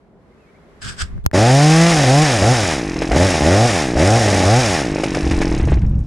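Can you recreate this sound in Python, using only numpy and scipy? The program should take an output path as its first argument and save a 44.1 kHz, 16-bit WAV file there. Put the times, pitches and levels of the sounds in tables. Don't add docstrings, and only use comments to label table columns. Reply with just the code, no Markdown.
import sys
import numpy as np
from scipy import signal
from scipy.fft import rfft, irfft, next_fast_len
from scipy.io import wavfile
from scipy.ndimage import uniform_filter1d, map_coordinates

SR = 44100
rng = np.random.default_rng(int(sys.argv[2]) if len(sys.argv) > 2 else 0)


def volts_from_db(level):
    exponent = np.asarray(level, float) / 20
    return 10 ** exponent


def unload_audio(sound):
    columns = np.transpose(np.atleast_2d(sound))
    steps = np.round(np.clip(columns, -1, 1) * 32767)
    wavfile.write(sys.argv[1], SR, steps.astype(np.int16))


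N = 267598
T = np.arange(N) / SR
CUT_S = 1.33


def unit(x):
    return x / np.sqrt(np.mean(x ** 2) + 1e-20)


def level(x, span_s=0.052):
    size = round(span_s * SR)
    power = uniform_filter1d(uniform_filter1d(x ** 2, size=size), size=size)
    return x / np.sqrt(np.abs(power) + 1e-12)


def curves(rows):
    s, *columns = np.transpose(rows)
    return [np.interp(T, s, column, -120, -120) for column in columns]


def lagged(x, lag_s):
    return uniform_filter1d(x, size=round(lag_s * SR))


def wobble(rate_hz):
    knots = rng.standard_normal(int(N * rate_hz / SR) + 4)
    return map_coordinates(knots, [np.arange(N) * rate_hz / SR])


def coloured(x, spectrum):
    m = next_fast_len(N + 8192) // 2 * 2
    hz, db = np.transpose(spectrum)
    curve_db = np.interp(np.log(np.fft.rfftfreq(m, 1 / SR) + 1), np.log(hz + 1), db)
    cepstrum = irfft(np.log(volts_from_db(curve_db) + 1e-6), m)
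    cepstrum[1:m // 2] *= 2
    cepstrum[m // 2 + 1:] = 0
    return irfft(rfft(x, m) * np.exp(rfft(cepstrum)), m)[..., :N]


def resonant(x, hz, width_hz):
    return signal.lfilter(*signal.iirpeak(hz, hz / width_hz, SR), x)


def noise(spectrum, channels=1):
    return unit(coloured(rng.standard_normal((channels, N)), spectrum))


def puffs(impulses, decay_s):
    return signal.lfilter([1], [1, -np.exp(-1 / (decay_s * SR))], impulses)


def after(times_s, sizes, decay_s):
    marks = np.bincount(np.round(np.asarray(times_s) * SR).astype(int), sizes, N + SR)[:N]
    return puffs(marks, decay_s)


def beats(turns, offset, scatter_db, jitter):
    count = int(turns[-1])
    chance = rng.standard_normal((count, 2))

    def place(turn):
        return np.minimum(np.interp(turn, turns, np.arange(N) * 1.), N - 2)

    due = place(np.arange(count) + offset).astype(int)
    at = place(np.arange(count) + offset + (jitter * np.ones(N))[due] * chance[:, 0])
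    size = volts_from_db((scatter_db * np.ones(N))[due] * chance[:, 1])
    whole = at.astype(int)
    part = at - whole
    return np.bincount(whole, size * (1 - part), N) + np.bincount(whole + 1, size * part, N)


# time in seconds, far traffic in dB, air in dB.
YARD_LEVELS = [
    (0.0, -53.5, -65),
    (0.138, -51, -68),
    (0.352, -51.5, -61),
    (0.51, -51, -58),
    (0.866, -50, -54.5),
    (0.996, -47.5, -49),
    (1.198, -52, -57.5),
    (1.32, -62, -83),
]
# frequency in Hz, level in dB per Hz.
TRAFFIC_SPECTRUM = [(18, -45), (30, -12), (62, -8.5), (113, -14), (194, -8), (327, -16), (405, -8.5),
                    (432, -14.5), (651, -17), (1500, -33), (1950, -53), (3300, -120)]
# frequency in Hz, level in dB per Hz.
AIR_SPECTRUM = [(590, -51), (1000, -6), (2090, -8.5), (2350, -13), (2630, -16), (2800, -17), (12000, -34),
                (15600, -71), (22000, -120)]


def yard():
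    traffic_db, air_db = curves(YARD_LEVELS)
    traffic = noise(TRAFFIC_SPECTRUM) + .5 * noise(TRAFFIC_SPECTRUM, channels=2)
    air = noise(AIR_SPECTRUM, channels=2)
    return volts_from_db(traffic_db + .9 * wobble(9.1)) * traffic + volts_from_db(air_db + wobble(4.7)) * air


# start in seconds, pitch in Hz, length in seconds, level in dB.
BIRD_NOTES = [
    (.31, 2120, .03, -61),
    (.36, 2580, 0.13, -64),
    (.46, 2200, .06, -59),
    (0.534, 2140, 0.052, -58),
    (.6, 2100, .05, -63),
]


def bird():
    waver = np.cumsum(90 * wobble(60)) / SR
    song = np.zeros(N)
    for s, hz, length_s, db in BIRD_NOTES:
        swell = np.sin(np.pi * np.clip((T - s) / length_s, 0, 1))
        song += volts_from_db(db) * swell * np.sin(2 * np.pi * (hz * T + waver))
    return song


# time in seconds, level in dB, left minus right in dB.
SLIDE_LEVELS = [
    (0.8, -81, 0.5),
    (0.82, -34, -1),
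    (0.898, -30, 1),
    (0.964, -50.5, -1),
    (1.0, -25, 0),
    (1.02, -21.5, -0.5),
    (1.046, -41.5, -3),
    (1.12, -70, 1.0),
]
# frequency in Hz, level in dB per Hz.
HOUSING_SPECTRUM = [(350, -42), (600, -23), (1020, -21), (1240, -9.5), (1590, -4.5), (1970, -17.5),
                    (3410, -11.5), (4080, -18), (5000, -9.5), (6230, -20.5), (8300, -13.5), (9140, -26),
                    (10100, -27), (11200, -45), (15800, -48)]


def hand_slide():
    db, pan_db = curves(SLIDE_LEVELS)
    rub = noise(HOUSING_SPECTRUM) + 1.7 * noise(HOUSING_SPECTRUM, channels=2)
    rub *= volts_from_db(db - 6.5 + wobble(150))
    rub += volts_from_db(db - 7) * unit(resonant(rng.standard_normal((2, N)), 1600, 110))
    return rub * volts_from_db(np.array([pan_db, -pan_db]) / 2 * (db > -100))


# frequency in Hz, level in dB per Hz.
BUFFET_SPECTRUM = [(15, -22), (28, 7.5), (50, 2.5), (65, 10.5), (200, -56), (600, -120)]
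# frequency in Hz, level in dB per Hz.
FLUTTER_SPECTRUM = [(40, -3.5), (65, -3), (130, -1.5), (220, -13.5), (450, -32), (1500, -50.5),
                    (4000, -120)]


def buffeting(rows, sides, lumpy_db):
    buffet, flutter = (uniform_filter1d(volts_from_db(db), size=400) for db in curves(rows))
    low = volts_from_db(2.67 * lumpy_db * wobble(14)) * level(noise(BUFFET_SPECTRUM, channels=sides), 0.11)
    high = volts_from_db((1.5 + 1.5 * lumpy_db) * wobble(25)) * level(noise(FLUTTER_SPECTRUM, channels=sides))
    return buffet * low + flutter * high


# time in seconds, buffet in dB, flutter in dB.
SQUEEZE_LEVELS = [
    (0.8, -56, -54),
    (0.856, -41, -29.5),
    (0.976, -65, -41.5),
    (1.028, -18, -28),
    (1.07, -36, -40.5),
    (1.186, -28, -23.5),
    (1.224, -34, -65),
    (1.25, -26, -19),
]


def hand_pressure():
    return buffeting(SQUEEZE_LEVELS, sides=2, lumpy_db=0)


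# time in seconds, peak in dB, ring in Hz, push minus peak in dB, snap share 0-1.
BUTTON_HITS = [
    (1.179, -34, 1560, 2, 0.35),
    (1.2420, -31, 3500, -4, 0.83),
    (1.253, -28, 3280, 11, 0.9),
    (1.2628, 3.5, 1400, -5, 0.93),
    (1.3140, -21, 1750, -3, 0.34),
]


def button():
    out = np.zeros((2, N))
    t = np.arange(SR // 20) / SR
    for s, db, hz, push_db, snap in BUTTON_HITS:
        ring = (1 - snap) * volts_from_db(-60 * t / .009) * np.sin(2 * np.pi * hz * t)
        kick = np.exp(-t / 0.00074) * np.cos(2 * np.pi * 900 * t) * [[1], [-1]]
        crack = 0.26 * volts_from_db(-60 * t / 0.0059) * rng.standard_normal((2, len(t)))
        lag_rad = np.array([[0], [1.7]])
        push = np.sin(2 * np.pi * 78 * t - lag_rad) * np.exp(-t / 0.0067) * (1 - np.exp(-t / 0.00044))
        start = round(s * SR)
        out[:, start:start + len(t)] += volts_from_db(db) * (ring + snap * (kick + crack) + volts_from_db(push_db) * push)
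    return out


def treetop_air():
    return (T > CUT_S) * volts_from_db(-70) * noise(AIR_SPECTRUM, channels=2)


# time in seconds, shaft speed then in Hz, throttle 0-1 from then on,
# settling time of the speed in seconds, muffler toward the microphone in dB.
TRIGGER_MOVES = [(1.329, 83.3, 0.94, 0.31, 1), (1.9, 171.5, 0.36, 4.96, 0.5),
                 (2.08, 123.6, 0.95, 0.32, 1.5), (2.237, 158.4, 0.15, 1.57, 0), (2.41, 89.6, 0.89, 0.35, 0),
                 (2.527, 132, 0.12, 0.38, -0.5), (2.95, 38.8, 0.32, 1.4, -1), (3.11, 40, 0.88, 0.072, 0),
                 (3.27, 98.4, 0.31, .3, 1), (3.42, 69.2, 0.91, 1.57, 0.5), (3.67, 124.4, 0.09, .17, 2),
                 (3.95, 54.2, 0.91, 0.21, 0), (4.175, 120, 0.42, .15, 1), (4.45, 89.8, 0.98, .6, -0.5),
                 (4.599, 132.4, 0.08, 0.32, 1.5), (4.97, 43, 0.13, 1.59, 0.5), (5.24, 39, 0.11, 1.3, 4),
                 (5.539, 40, 0.01, 0.12, 6), (6.07, 9.1, 0, 1.5, 2)]
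# shaft speed in Hz, thump in dB, exhaust in dB.
SHUT_LEVELS = [(9, -73, -62), (14.2, -52, -41), (23.25, -45, -31), (40, -39, -24.5), (55, -44, -23),
               (74.92, -34, -22), (108, -20.5, -18.5), (168, -18, -16.5)]
# shaft speed in Hz, thump in dB, exhaust in dB.
OPEN_LEVELS = [(42, -11, -17), (71.4, -17, -12.5), (85.5, -15.5, -12), (123, -11.5, -15),
               (164, -10.5, -18.5)]
# shaft speed in Hz, rattle in dB, muffler buzz in dB.
METAL_LEVELS = [(9, -64, -62.5), (23.8, -47, -36.5), (40.42, -37, -35), (54.5, -38, -34),
                (76.08, -26.5, -24), (102, -25, -24.5), (170, -22, -21)]
CARBURETTOR_S, FLYWHEEL_S = 0.026, 0.029
GULP_DB, GULP_S = -4, 0.08
LOADED_DB = -0.5
KICK_HZ, KICK_DB, KICK_S = 9, 1, .06
SMOOTH, LEAN, CATCH, CATCH_S, LUMPY = .03, .8, .3, .03, .55


def controls():
    s, hz, throttle, settle_s, facing_db = np.transpose(TRIGGER_MOVES)
    move = np.clip(np.searchsorted(s, T) - 1, 0, len(s) - 2)
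    done = np.expm1(-np.maximum(T - s[move], 0) / settle_s[move])
    done = done / np.expm1(-np.diff(s)[move] / settle_s[move])
    coasting = lagged(hz[move] + np.diff(hz)[move] * done, FLYWHEEL_S)
    kick = after([pop[0] for pop in STRAY_FIRINGS], None, KICK_S)
    kick = kick * np.clip((50 - coasting) / 5, 0, 1) * (throttle[move] > 0)
    speed_hz = coasting + KICK_HZ * lagged(kick, FLYWHEEL_S)

    def at_speed(rows):
        knots_hz, *columns = np.transpose(rows)
        return [np.interp(speed_hz, knots_hz, db) for db in columns]

    charge = np.clip(lagged(throttle[move], CARBURETTOR_S), 0, 1)
    levels = zip(at_speed(SHUT_LEVELS), at_speed(OPEN_LEVELS))
    thump_db, pipe_db = (shut + charge * (full - shut) for shut, full in levels)
    change = np.diff(throttle, prepend=throttle[0])
    gulp_db = GULP_DB * after(s, np.maximum(-change, 0), GULP_S)
    pipe_db += lagged(facing_db[move] + gulp_db, CARBURETTOR_S)
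    rattle_db, buzz_db = (db + LOADED_DB * charge + KICK_DB * kick for db in at_speed(METAL_LEVELS))
    part = np.clip(throttle[move], 0, 1)
    rough = SMOOTH + LEAN * 4 * part * (1 - part) + CATCH * after(s, np.maximum(change, 0), CATCH_S)
    rough = lagged(np.maximum(rough, LUMPY * np.clip((55 - speed_hz) / 12, 0, 1)), FLYWHEEL_S)
    return speed_hz, thump_db, pipe_db, rattle_db, buzz_db, rough


# frequency in Hz, level in dB per Hz.
FIRED_SPECTRUM = [(120, -30.5), (200, -0.5), (320, 3.5), (435, -3), (560, 2), (700, 2), (860, -1),
                  (980, -20.5), (1300, -13), (1900, -10.5), (3000, -32), (6600, -120)]
# frequency in Hz, level in dB per Hz.
IDLE_SPECTRUM = [(60, -13.5), (150, -2), (250, 1.5), (350, 3.5), (440, -6.5), (600, -20.5), (820, -19),
                 (1050, -19.5), (1300, -46), (2000, -75)]
# frequency in Hz, level in dB per Hz.
COAST_SPECTRUM = [(60, -44.5), (110, 1.5), (200, -1.5), (330, 0), (450, -3.5), (700, 0), (850, -1),
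                  (980, -31), (1500, -67), (2600, -120)]


def exhaust(pulse, speed_hz, fire, rough):
    idle = coloured(-pulse, IDLE_SPECTRUM)
    idle = idle + .5 * np.roll(idle, round(.0065 * SR))
    flow = np.clip((speed_hz - 42) / 40, 0, 1)
    pumped = flow * level(coloured(-pulse, COAST_SPECTRUM)) + (1 - flow) * level(idle)
    jet = level(coloured(rng.standard_normal(N) * (0.68 + puffs(pulse, 0.023)), COAST_SPECTRUM))
    blast = level(coloured(-pulse, FIRED_SPECTRUM))
    chamber = resonant(np.roll(blast, round(0.00244 * SR)), 642, 110)
    blast = level(blast + volts_from_db(-3) * level(chamber))
    return level(fire * blast + (1 - fire) * pumped + (.07 + .38 * rough) * jet)


def crank_thump(turns):
    crank_rad = 2 * np.pi * (turns + .35)
    shake = np.sin(crank_rad) + .17 * np.cos(2 * crank_rad + 2.6)
    return np.sqrt(2) * shake * volts_from_db(.8 * wobble(30))


# frequency in Hz, level in dB per Hz.
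SHELL_SPECTRUM = [(600, -68), (900, -1), (1100, 0), (1300, -2), (1820, 2.5), (2500, 0), (3200, -9.5),
                  (4200, -10.5), (7000, -120)]


def muffler_buzz(pulse, fire, rough):
    gas = rng.standard_normal(N) * (0.54 + puffs(pulse, 0.016))
    rasp = level(coloured(gas, SHELL_SPECTRUM)) * volts_from_db(2.2 * wobble(25))
    struck = level(coloured(-pulse, SHELL_SPECTRUM))
    return level(rasp + 1.1 * (1 - rough) * fire ** 2 * struck)


# centre in Hz, width in Hz, place in the turn 0-1, level in dB.
PISTON_SLAPS = [(5120, 1070, 0.6, 5.5), (7250, 5300, 0.97, -2.5), (2520, 530, 0.5, 2)]
# frequency in Hz, gain in dB.
PORT_RESPONSE = [(9500, 0.5), (10800, -5), (12200, -33), (13800, -14), (15000, -32), (16000, -68)]


def piston_slaps(turns):
    slaps = np.zeros(N)
    for hz, width_hz, turn, db in PISTON_SLAPS:
        hits = puffs(beats(turns, turn, scatter_db=2.8, jitter=.03), .003)
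        slaps += volts_from_db(db) * unit(resonant(rng.standard_normal(N) * hits, hz, width_hz))
    return level(coloured(slaps, PORT_RESPONSE), 0.45)


# frequency in Hz, level in dB per Hz.
CHAIN_SPECTRUM = [(1760, -48), (3000, -3.5), (3830, -2.5), (4190, -8.5), (4850, 0), (5570, 1), (6100, -5),
                  (6540, -1), (7990, -8), (8810, -7.5), (10600, -13), (12200, -37), (13900, -26.5),
                  (14900, -56), (15800, -65)]


def chain():
    return noise(CHAIN_SPECTRUM)[0] * volts_from_db(1.85 * wobble(300) + wobble(6.8))


# frequency in Hz, width in Hz, level in dB.
CASE_MODES = [(1800, 32, -1), (2470, 180, -7.5), (3904, 25, -6), (5530, 320, -0.5), (6270, 72, -3.5)]


def crankcase():
    return sum(volts_from_db(db) * unit(resonant(rng.standard_normal(N), hz, width_hz))
               for hz, width_hz, db in CASE_MODES)


# multiple of shaft speed, level in dB.
WHINE_ORDERS = [(6, -9), (7, -4), (8, -11), (9, -9), (10, -7), (11, -8), (12, -3), (13, -11), (14, -7),
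                (16, -11)]


def whine(turns, speed_hz):
    lines = sum(volts_from_db(db + 3.5 * wobble(6.88)) * np.sin(2 * np.pi * order * turns + order ** 2)
                for order, db in WHINE_ORDERS)
    return lines * np.clip((speed_hz - 60) / 55, 0, 1)


# frequency in Hz, level in dB per Hz.
SIDE_HISS_SPECTRUM = [(1760, -103), (3000, -76), (3990, -57), (4460, -9), (6630, -24), (10100, -3),
                      (13900, -3.5), (15800, -38)]


def engine():
    speed_hz, thump_db, pipe_db, rattle_db, buzz_db, rough = controls()
    turns = np.cumsum(speed_hz * (np.arange(N) > CUT_S * SR)) / SR
    fire = np.clip((thump_db - pipe_db + 8.5) / 11, 0, 1)
    clutch = np.clip((speed_hz - 48) / 20, 0, 1)
    pulse = beats(turns, .2, scatter_db=.8 + 3 * rough, jitter=.003 + .035 * rough)
    rattle = (0.24 + 0.53 * clutch) * chain() + (.8 - 0.45 * clutch) * piston_slaps(turns)
    saw = volts_from_db(pipe_db) * exhaust(pulse, speed_hz, fire, rough)
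    saw += volts_from_db(thump_db) * crank_thump(turns)
    saw += volts_from_db(rattle_db) * level(rattle)
    saw += volts_from_db(buzz_db) * muffler_buzz(pulse, fire, rough)
    saw += volts_from_db(rattle_db - 12) * crankcase()
    saw += volts_from_db(rattle_db - 2) * (1 - rough) * whine(turns, speed_hz)
    side_hiss = volts_from_db(rattle_db - 30) * noise(SIDE_HISS_SPECTRUM) * [[1], [-1]]
    return (saw + side_hiss) * np.clip((T - CUT_S) / 0.021, 0, 1)


def frame_shake():
    jolts = uniform_filter1d(after([row[0] for row in TRIGGER_MOVES], None, .04), size=1500)
    held = (T > CUT_S) & (T < BREEZE_LEVELS[0][0])
    shake_db = -37 + 9 * jolts + 2.4 * wobble(12)
    return held * volts_from_db(shake_db) * level(noise(BUFFET_SPECTRUM), 0.21)


# time in seconds, peak in dB, crack minus peak in dB.
STRAY_FIRINGS = [(2.965, -14.5, -20), (3.019, -7.5, -6.5), (3.116, -6, -6), (3.152, -14, -21),
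                 (4.959, -7.5, -26), (4.985, -10, -33.5), (5.035, -6, -4.5), (5.146, -12, -1.5),
                 (5.171, -6, -21), (5.31, -11, -2.5), (5.416, -7, -4), (5.675, -12.5, -16),
                 (5.72, -7.5, -38)]


def pops():
    bark, crack = np.zeros(N), np.zeros(N)
    for s, db, crack_db in STRAY_FIRINGS:
        bark[round(s * SR)] = volts_from_db(db)
        crack[round(s * SR)] = volts_from_db(db + crack_db)
    clatter = noise(CHAIN_SPECTRUM)[0] + 2.14 * noise(SHELL_SPECTRUM)[0] + 2.2 * noise(COAST_SPECTRUM)[0]
    shake = puffs(puffs(crack, 0.0098), 0.0012) / 45 * clatter
    return volts_from_db(33) * resonant(resonant(bark, 520, 320), 450, 400) + volts_from_db(-16) * shake


# time in seconds, buffet in dB, flutter in dB.
BREEZE_LEVELS = [
    (4.9, -27, -29),
    (4.944, -41, -35),
    (5.14, -41, -29),
    (5.24, -21, -29),
    (5.512, -19, -24),
    (5.672, -17.5, -13),
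    (5.918, -15.5, -18),
    (6.01, -18, -17),
    (6.068, -19, -26),
]


def wind():
    return buffeting(BREEZE_LEVELS, sides=1, lumpy_db=1)


# time in seconds, peak in dB, centre in Hz.
SETTLING_TICKS = [(5.584, -30.5, 6510), (5.605, -43, 7026), (5.652, -34, 6510), (5.705, -40, 7000),
                  (5.711, -20, 900), (5.719, -17, 420), (5.727, -22, 700), (5.757, -57, 6040),
                  (5.818, -29.5, 1800), (5.849, -37, 2000), (5.918, -60, 4003), (6.001, -54, 6940)]


def ticks():
    out, t = np.zeros(N + SR), np.arange(SR // 40) / SR
    for s, db, hz in SETTLING_TICKS:
        puff = resonant(rng.standard_normal(len(t)) * np.exp(-t / 0.0064), hz, 0.23 * hz)
        out[round(s * SR):][:len(t)] += volts_from_db(db + 6.5) * puff
    return coloured(out[:N], PORT_RESPONSE)


def scene():
    before = yard() + bird() + hand_slide() + hand_pressure() + button()
    treetop = treetop_air() + engine() + frame_shake() + pops() + wind() + ticks()
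    return before + treetop


def low_pass(x):
    return signal.sosfilt(signal.butter(12, 15800, fs=SR, output="sos"), x)


def record(dry):
    limited = dry / (1 + np.abs(dry / .98) ** 5) ** (1 / 5)
    return low_pass(limited)


dry = scene()
out = record(dry)
unload_audio(out)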